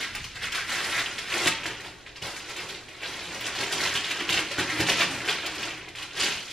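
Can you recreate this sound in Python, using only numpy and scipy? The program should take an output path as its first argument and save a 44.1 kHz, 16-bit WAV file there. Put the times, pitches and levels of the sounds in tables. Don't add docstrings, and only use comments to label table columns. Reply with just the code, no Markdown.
import sys
import numpy as np
from scipy import signal
from scipy.fft import rfft, irfft
from scipy.io import wavfile
from scipy.ndimage import uniform_filter1d

SR = 44100
rng = np.random.default_rng(int(sys.argv[2]) if len(sys.argv) > 2 else 0)


def wav_record(signal):
    frames = np.transpose(np.atleast_2d(signal))
    bounded = np.clip(frames, -1, 1)
    quanta = np.round(bounded * 32767).astype(np.int16)
    wavfile.write(sys.argv[1], SR, quanta)


N = 287946
TIME = np.arange(N) / SR

# [t/s, level/dB, ring f/Hz, small snaps that follow re level/dB, treble tick before trim/dB]
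CREASE_SNAPS = [(0.01, -21, 1870, -13, -36), (0.1498, -15.5, 2380, -6.5, -28), (0.218, -34, 2430, -13, -50),
                (0.2427, -16.5, 3120, -7.5, -40), (.3546, -29, 1660, -5, -48), (.422, -22, 1980, -5, -46),
                (.471, -14.5, 2200, -15, -48), (.52, -16.5, 2540, -1, -39),
                (0.5475, -15.5, 2070, -1.5, -36), (0.6948, -13.5, 1550, -13, -37),
                (.718, -11, 1700, -14, -43), (.784, -17, 1900, -12, -46), (0.843, -12, 4200, -7, -44),
                (0.8947, -19, 2560, -11, -44), (0.9796, -9, 2350, -13, -36), (.993, -13, 2010, -6, -36),
                (1.016, -14, 1900, -11, -44), (1.061, -8, 3000, -14.5, -52), (1.182, -12.5, 3270, -7, -53),
                (1.1852, -14, 2340, -8.5, -52), (1.321, -16, 2040, -15, -47), (1.4689, -9, 2060, 2, -27),
                (1.478, -1.5, 2100, -14, -42), (1.6345, -13.5, 2700, -11, -50),
                (1.657, -10, 1830, -7.5, -49), (1.801, -22, 1940, -8, -48), (2.064, -20.5, 2560, -20, -60),
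                (2.1595, -27, 2800, -13, -53), (2.223, -16, 2800, -8.5, -50), (2.252, -19, 2100, -15, -50),
                (2.4044, -20, 2660, -15, -52), (2.489, -24, 2500, -2, -48), (2.5633, -20, 3000, -7, -48),
                (2.6913, -25, 3020, -8, -50), (2.8855, -23, 2260, -9, -55), (3.016, -27, 1830, -6, -50),
                (3.407, -25, 2540, -5, -28), (3.4839, -13.5, 2100, -17, -50),
                (3.5513, -19.5, 1850, -1.5, -44), (3.605, -12, 2830, -4, -47), (3.633, -10, 2280, -7, -49),
                (3.7266, -11, 3000, -4, -35), (3.8048, -16, 1930, -7, -46), (3.9531, -7.5, 3080, -8, -39),
                (4.0444, -12.5, 3230, -9, -53), (4.1084, -9, 3020, -7, -46), (4.292, -3, 2840, -19, -24),
                (4.2986, -7.5, 3300, -4, -30), (4.324, -8, 3140, -5, -44), (4.341, -7, 2880, -7, -42),
                (4.512, -19, 2340, 0.5, -46), (4.584, -10.5, 1500, -6, -35), (4.5949, -9, 1900, -7, -33),
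                (4.8018, -11.5, 2280, -2, -25), (4.867, -8, 3230, -5, -44), (4.8876, -3, 2100, -7.5, -35),
                (4.919, -8, 2510, -13, -40), (4.967, -15, 2210, -4, -50), (4.984, -10, 2400, -11, -44),
                (4.994, -12, 2550, -9, -44), (5.008, -8, 2640, -15, -41), (5.02, -8.5, 1340, -7, -46),
                (5.205, -14.5, 2030, -21, -52), (5.247, -15, 1730, -12, -58), (5.288, -5, 2640, -15, -38),
                (5.46, -20.5, 2190, 4, -30), (5.549, -21, 2900, 0.5, -48), (5.589, -18, 2560, -19, -50),
                (5.774, -23, 2310, -10, -54), (5.883, -22.5, 2190, -6, -55), (5.952, -18, 2400, -9, -49),
                (6.023, -19.5, 2810, -7, -40), (6.232, -10.5, 2290, -8, -40), (6.507, -25, 4550, -5, -43)]
# [f/Hz, level/dB per Hz]
CREASE_SPECTRUM = [(300, -18), (700, -13), (1200, -7), (1700, -5.5), (2400, -0.5), (3200, -2), (4500, -5),
                   (6500, -9.5), (9000, -17), (12500, -24.5), (15500, -60)]


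def amp(db):
    return 10 ** (np.asarray(db) / 20)


def unit(x):
    return x / np.sqrt(np.mean(x ** 2) + 1e-20)


def curve(rows, axis=1):
    rows = np.array(rows)
    return np.interp(TIME, rows[:, 0], rows[:, axis])


def read(points, hz):
    f, value = np.transpose(points)
    return np.interp(np.log(hz + 1), np.log(f + 1), value)


def add(mix, s, sound):
    part = mix[max(round(s * SR), 0):][:len(sound)]
    part += sound[:len(part)]


def lowpass_noise(hz, size):
    sos = signal.butter(2, hz, fs=SR, output="sos")
    return unit(signal.sosfilt(sos, rng.standard_normal(size)))


def colour(x, spectrum, size=4096):
    hz = abs(np.fft.fftfreq(size, 1 / SR))
    log_gain = np.log(amp(read(spectrum, hz)))
    response = np.exp(np.conj(signal.hilbert(log_gain)))
    taps = np.fft.ifft(response).real[:size // 2]
    return signal.oaconvolve(x, taps / np.linalg.norm(taps))[:len(x)]


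def shelf(x, hz, db):
    top = signal.sosfiltfilt(signal.butter(2, hz, "high", fs=SR, output="sos"), x)
    return x + top * (amp(db) - 1)


def effort(lead_s=0):
    # [t at full strength before lead/s, build-up/s, hold/s, let-go/s,
    # crinkle/dB, treble re crinkle/dB, bending/dB]
    strokes = [(0.005, 0.012, 0.03, 0.035, -30, -16.5, -46), (0.156, .008, .005, 0.036, -34.5, -14, -58),
               (0.244, 0.023, .005, 0.041, -39.5, -11, -68),
               (0.363, 0.0076, 0.0054, 0.024, -35.5, -16, -55),
               (0.435, 0.017, 0.026, 0.02, -29.5, -16.5, -45.5),
               (0.559, 0.034, 0.023, 0.051, -28.5, -17, -48), (0.702, 0.022, 0.056, 0.15, -30, -13.5, -44),
               (0.978, 0.16, 0.028, 0.027, -28, -16, -40.5), (1.325, 0.028, 0.11, 0.048, -28, -13, -44),
               (1.463, 0.023, 0.015, 0.018, -25, -6, -31.5),
               (1.671, 0.016, 0.015, 0.041, -36, -11.5, -34.5),
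               (1.849, 0.022, 0.023, 0.027, -41, -13.5, -42), (2.072, .008, .005, 0.025, -43.5, -25, -62),
               (2.166, 0.0034, .003, 0.023, -37.5, -25, -60),
               (2.226, 0.0045, 0.06, 0.084, -35.5, -11.5, -44),
               (2.363, .008, .012, 0.027, -38.5, -7.5, -58), (2.493, 0.0088, .016, 0.045, -40, -9, -44),
               (2.567, .006, .045, 0.075, -37, -12.5, -45), (2.696, .008, 0.013, 0.025, -37.5, -8.5, -45),
               (2.748, .008, 0.0088, 0.012, -37.5, -14, -57), (3.036, 0.013, 0.016, 0.17, -37, -12, -45.5),
               (3.347, 0.024, 0.011, 0.015, -44.5, -2, -43), (3.471, 0.033, 0.0089, 0.014, -28, -12, -40),
               (3.61, 0.053, 0.018, 0.025, -29.5, -12.5, -36.5),
               (3.726, 0.004, 0.004, 0.013, -33.5, 3.5, -38),
               (3.847, 0.12, 0.013, 0.045, -26.5, -10, -34.5),
               (3.956, 0.039, .005, 0.042, -26.5, -12.5, -38.5), (4.1, 0.047, 0.014, 0.046, -31, -14, -55),
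               (4.206, 0.029, 0.0046, 0.022, -30.5, -16.5, -36),
               (4.293, 0.0073, 0.047, 0.056, -31, -25, -33), (4.381, 0.028, 0.015, 0.019, -25, -13.5, -35),
               (4.591, 0.0092, 0.02, 0.033, -26.5, -18, -35), (4.703, .025, 0.021, 0.1, -32, -11.5, -40.5),
               (4.805, 0.026, 0.013, 0.025, -25, -12.5, -31),
               (4.896, 0.014, 0.014, 0.039, -24.5, -9.5, -29.5),
               (5.013, 0.029, 0.0063, 0.027, -20.5, -14, -30.5),
               (5.116, 0.029, 0.029, 0.071, -35, -10, -40), (5.286, 0.011, 0.015, 0.042, -26, -9, -39),
               (5.446, 0.018, .015, 0.042, -34, -24, -43), (5.633, 0.065, 0.019, 0.044, -34, -11.5, -42.5),
               (5.878, .004, .004, 0.013, -52, -18, -47), (5.984, 0.024, 0.055, 0.037, -38, -10, -56),
               (6.212, 0.034, 0.017, 0.091, -22.5, -15, -35)]
    # [t/s, crinkle/dB, bending/dB]
    holding = [(0, -41, -51), (.33, -45.5, -65), (.52, -54, -58), (1.05, -38.5, -43.5), (1.25, -39, -50),
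               (1.55, -35.5, -49), (1.62, -39.5, -45.5), (1.79, -43, -54), (2.12, -55, -56.5),
               (2.5, -41, -51), (2.86, -48, -54.5), (3.17, -38.5, -47), (4.0, -36, -45), (4.5, -35.5, -44),
               (5.05, -36, -42.5), (5.7, -36, -44), (5.93, -51, -55.5), (6.3, -56, -56), (6.53, -38, -54)]
    holding_treble_db = -15

    crinkle, bending = (amp(curve(holding, axis=k)) ** 2 for k in (1, 2))
    treble = crinkle * amp(holding_treble_db) ** 2
    t = TIME + lead_s
    for s, build_s, hold_s, let_go_s, db, sharp_db, bend_db in strokes:
        before = np.maximum(s - t, 0) / build_s
        after = np.maximum(t - s - hold_s, 0) / let_go_s
        power = np.exp(-2 * np.minimum(before + after, 20))
        crinkle = crinkle + power * amp(db) ** 2
        treble = treble + power * amp(db + sharp_db) ** 2
        bending = bending + power * amp(bend_db) ** 2
    return np.sqrt([crinkle, treble, bending])


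def ring(hz, cycles, size=500):
    turns = hz * np.arange(size) / SR
    return np.sin(2 * np.pi * turns) * np.exp(-turns / cycles) * (1 - np.exp(-2 * turns))


def clumps(spread_db, per_s):
    return amp(spread_db * lowpass_noise(per_s, N))


def crackle(per_s, spread_db, cycles, wander_db, wander_per_s, count=36, order=4):
    sizes = amp(spread_db * np.minimum(rng.exponential(1, N), 3.6)) * rng.choice([-1, 1], N)
    clicks = sizes * (rng.random(N) < per_s / SR)
    facet = rng.integers(0, count, N)
    busy = [clumps(wander_db, wander_per_s) for _ in range(count // order)]
    out = np.zeros(N)
    for k, hz in enumerate(np.geomspace(500, 15000, count)):
        struck = clicks * (facet == k) * busy[k // order]
        out += signal.oaconvolve(struck, ring(hz, cycles) * hz)[:N]
    power = uniform_filter1d(uniform_filter1d(out ** 2, size=1500), size=700)
    return out / np.sqrt(abs(power) + 0.0011 * power.mean())


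def sticking(depth_db, hold_s):
    held = np.zeros(N)
    for s, *_ in CREASE_SNAPS:
        held = np.maximum(held, np.exp(-abs(s - TIME) / hold_s) * (TIME < s))
    return amp(depth_db * held)


def rustle(crinkle, treble, crease_db, slide_db, treble_db):
    # [t/s, power share 0-1]
    slide_share = [(0, 0.65), (.25, 0.06), (.45, 0.56), (.75, 0.75), (1.0, 0.9), (1.2, 0.48), (1.4, 0.16),
                   (2.1, 0.24), (4.4, 0.12), (4.7, 0.26), (5.4, 0.08), (5.9, 0.15), (6.2, 0.18),
                   (6.5, 0.12)]
    # [t/s, treble re bass/dB]
    tension = [(0, 0), (.7, 1), (1.2, 1.5), (1.47, -2), (1.6, -5.5), (2.1, 4), (2.35, 1), (3.1, 1),
               (3.8, -1.5), (4.35, -0.5), (4.7, -2), (5.3, -2), (5.8, -3.5), (6.0, -4), (6.25, 3),
               (6.53, 7)]
    # [f/Hz, level/dB per Hz]
    slide_spectrum = [(300, -16), (800, -15), (1150, -5), (1450, 2), (2000, 2), (2800, -2.5), (4000, -5.5),
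                      (6500, -9.5), (10000, -13.5), (13000, -23), (15500, -43)]

    share = np.clip(curve(slide_share), 0.01, .99)
    tension_db = curve(tension)

    coarse = crackle(per_s=4200, spread_db=4.5, cycles=1.2, wander_db=1.5, wander_per_s=17.4)
    creasing = amp(crease_db) * colour(coarse, CREASE_SPECTRUM) * clumps(spread_db=1.0, per_s=75)
    fine = crackle(per_s=4200, spread_db=2.0, cycles=1.9, wander_db=1.36, wander_per_s=29)
    sliding = amp(slide_db) * colour(fine, slide_spectrum)

    paper = np.sqrt(1 - share) * creasing + np.sqrt(share) * sliding
    paper = shelf(paper, hz=2800, db=tension_db) / amp(tension_db / 2)
    paper = shelf(paper, hz=5300, db=20 * np.log10(treble / crinkle) + treble_db)
    return crinkle * paper * sticking(depth_db=-1.0, hold_s=0.043)


def snaps(level_db, cycles, fibres_db, fibres_s, run_s, follow_per_s, size=2600):
    out, t = np.zeros(N), np.arange(size) / SR
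    highpass = signal.butter(2, 7000, "high", fs=SR, output="sos")
    for s, db, hz, follow_db, tick_db in CREASE_SNAPS:
        clicks = rng.choice([-1, 1], size) * (rng.random(size) < follow_per_s / SR)
        run = clicks * 2 * t / run_s * np.exp(-t / run_s)
        fizz = signal.sosfilt(highpass, rng.standard_normal(size))
        fibres = fizz * t / fibres_s * np.exp(-t / fibres_s)
        add(out, s, amp(db + level_db) * ring(hz, cycles, size=size) + amp(tick_db + fibres_db) * fibres)
        add(out, s, amp(db + follow_db) * colour(run, CREASE_SPECTRUM))
    return out


def flexing(bending, per_s):
    return unit(rng.standard_normal(N) * (rng.random(N) < per_s / SR)) * bending


def flaps(level_db, size=1500):
    # [t/s, level before trim/dB, push time constant/s]
    flap_rows = [(1.464, -38, 0.0015), (1.654, -57, 0.00042), (2.224, -39.5, 0.0017), (3.831, -38, .001),
                 (4.315, -46, .001), (4.585, -37, 0.0022), (4.797, -29.5, 0.0015), (4.886, -29, 0.00056),
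                 (5.014, -45, 0.00055)]
    out = np.zeros(N)
    for s, db, push_s in flap_rows:
        u = np.arange(size) / SR / push_s
        add(out, s, amp(db + level_db) * np.diff(u * np.exp(-u)) / u[1])
    return out


def sweeps(level_db, per_s):
    # [t at loudest/s, length/s, level before trim/dB]
    sweep_rows = [(.565, .07, -49), (0.817, 0.23, -42), (1.363, 0.062, -32.5), (1.422, .06, -33.5),
                  (2.262, 0.079, -37.5), (2.63, 0.21, -46), (2.745, .08, -57), (3.04, 0.046, -43),
                  (3.238, .17, -45.5), (3.361, 0.041, -41), (3.636, 0.054, -45), (3.973, 0.043, -46),
                  (4.39, 0.077, -41), (5.173, 0.045, -44), (5.41, 0.053, -53)]
    # [f/Hz, level/dB per Hz]
    panel_spectrum = [(200, -29), (400, -7.5), (560, 2.5), (700, -4.5), (880, 0), (1150, -5.5), (1600, -18),
                      (4000, -49)]
    swell = np.zeros(N)
    for s, length_s, db in sweep_rows:
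        swell += amp(db) * np.exp(-np.minimum((2 * (TIME - s) / length_s) ** 2, 30))
    return amp(level_db) * colour(flexing(swell, per_s), panel_spectrum)


def wavering_note(s, length_s, hz, db, waver, per_s, glide):
    u = np.arange(round(length_s * SR)) / (length_s * SR)
    wander = lowpass_noise(per_s, SR)[-len(u):]
    turns = np.cumsum(hz * (1 + glide * (u - .5) + waver * wander)) / SR
    return s - length_s / 2, amp(db) * np.sin(np.pi * u) * np.sin(2 * np.pi * turns)


def hollows(level_db):
    # [t at loudest/s, length/s, mean f/Hz, level before trim/dB]
    hollow_rows = [(1.354, 0.051, 346, -37.5), (1.401, .03, 331, -37), (1.449, 0.027, 405, -41),
                   (2.731, .07, 386.5, -45), (3.049, 0.068, 557, -44), (3.616, 0.08, 396, -36.5),
                   (4.215, 0.032, 368, -37), (4.407, 0.055, 321, -38), (4.521, .025, 550, -38),
                   (4.597, 0.045, 305, -33.5), (4.752, 0.062, 303.5, -34.5), (4.807, 0.037, 325, -30.5),
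                   (5.113, 0.046, 290, -41), (5.298, 0.054, 409, -39)]
    out = np.zeros(N)
    for row in hollow_rows:
        add(out, *wavering_note(*row, waver=0.1, per_s=180, glide=0))
    return amp(level_db) * out


def squeak():
    out = np.zeros(N)
    add(out, *wavering_note(s=4.708, length_s=.055, hz=2060, db=-31.5, waver=0.057, per_s=410, glide=0.063))
    return out


def pressing(top_hz):
    # [t/s, level/dB]
    press_level = [(0, -75), (.09, -66), (.125, -42.5), (.17, -44.5), (.195, -41), (.24, -45), (.3, -52),
                   (.4, -52), (.45, -50.5), (.52, -52), (.65, -54), (.9, -84)]
    sos = signal.butter(2, [25, top_hz], "band", fs=SR, output="sos")
    return amp(curve(press_level)) * unit(signal.sosfilt(sos, rng.standard_normal(N)))


def wall_scatter(wet_db, size=20000, count=1000):
    # [f/Hz, decay time to -60 dB/s]
    decay_t60 = [(100, 1), (400, 0.31), (2000, 0.38), (6000, 0.33), (14000, 0.095)]
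    taps, step = np.zeros(size), size // count
    places = np.arange(count) * step + rng.integers(0, step, count)
    taps[places] = rng.choice([-1, 1], count)
    hz, t, z = signal.stft(taps, SR, nperseg=256)
    decay = amp(-60 * t / read(decay_t60, hz)[:, None])
    tail = signal.istft(z * decay, SR, nperseg=256)[1][:size]
    tail *= np.clip(np.arange(size) / SR / 0.0058 - .3, 0, 1)
    return amp(wet_db) * tail / np.linalg.norm(tail)


def bedroom(x, wet_db, drift_hz, count=7):
    # [delay before +-20 % scatter/s, gain before random sign]
    first_echoes = [(.0031, 0.66), (.0076, 0.28)]
    out = np.zeros(N)
    for k in range(count):
        response = wall_scatter(wet_db)
        for delay_s, gain in first_echoes:
            add(response, delay_s * rng.uniform(.8, 1.2), gain * rng.choice([-1, 1], 1))
        away = abs((drift_hz * TIME * count - k) % count - count / 2)
        here = np.cos(np.pi / 2 * np.minimum(away, 1))
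        out += signal.oaconvolve(x * here, response)[:N]
    return out


def room_modes(x, size=16000):
    # [f/Hz, relative level/dB, decay time to -60 dB/s]
    mode_rows = [(87, -5, 0.3), (119.5, -2.5, 0.35), (166, -5.5, 0.45), (322, -6.5, 0.18),
                 (362.6, 0.5, 0.22), (409, 1.5, 0.23), (560, 3, 0.17), (790, 3.5, 0.072), (902, -1, 0.47)]
    t = np.arange(size) / SR
    body = np.zeros(size)
    for hz, db, t60_s in mode_rows:
        body += amp(db - 60 * t / t60_s) * np.cos(2 * np.pi * hz * t)
    return signal.oaconvolve(x, body / np.linalg.norm(body))[:N]


def room_tone(air_db, hum_hz, hum_db):
    # [f/Hz, level/dB per Hz]
    air_spectrum = [(20, -10), (60, -5.5), (120, -10), (200, -17.5), (400, -10.5), (1000, -27), (3000, -34),
                    (8000, -42), (15000, -70)]
    hum = np.sin(2 * np.pi * hum_hz * TIME + lowpass_noise(5, N))
    return amp(air_db) * colour(rng.standard_normal(N), air_spectrum) + amp(hum_db) * hum


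def scene():
    # [f/Hz, level/dB per Hz]
    sheet_spectrum = [(25, -41), (80, -13.5), (160, -3.5), (240, -5.5), (310, 2), (400, -5), (540, -3.5),
                      (700, -3.5), (1100, -8), (1800, -23), (4000, -57)]
    # [f/Hz, gain/dB]
    side_gain = [(50, -37), (150, -39), (1200, -17.5), (2200, -21), (3200, -10.5), (4500, -3.5), (7000, 2),
                 (10000, 8.5), (14000, 17.5)]
    # [f/Hz, level/dB per Hz]
    side_air_spectrum = [(30, -34), (150, -2), (400, 2), (1000, -5.5), (3000, -10.5), (8000, -18),
                         (15000, -26)]

    crinkle, treble, bending = effort(lead_s=0.0045)
    pops = flexing(bending, per_s=1200)
    paper = rustle(crinkle, treble, crease_db=-5.0, slide_db=-2.5, treble_db=8.5)
    paper += amp(-6.0) * colour(pops, sheet_spectrum)
    paper += snaps(level_db=0.0, cycles=1.27, fibres_db=-4.0, fibres_s=0.0019, run_s=0.0042,
                   follow_per_s=2500)
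    paper += squeak() + hollows(level_db=1.0) + sweeps(level_db=-6.0, per_s=2500)

    echoes, side = (bedroom(paper, wet_db=-4.5, drift_hz=4.5) for _ in range(2))
    mid = paper + echoes + room_modes(amp(-7.0) * pops + flaps(level_db=5.0))
    mid += room_tone(air_db=-55.5, hum_hz=116.0, hum_db=-59.0) + pressing(top_hz=126)

    side = irfft(rfft(side) * amp(read(side_gain, np.fft.rfftfreq(N, 1 / SR))), N)
    side += amp(-58) * colour(rng.standard_normal(N), side_air_spectrum)
    return np.array([mid + side, mid - side]) * amp([[-.15], [.15]])


def record(dry):
    taps = signal.firwin(511, 15600, window=("kaiser", 9), fs=SR)
    return signal.oaconvolve(dry, taps[None], "same")


dry = scene()
out = record(dry)
wav_record(out)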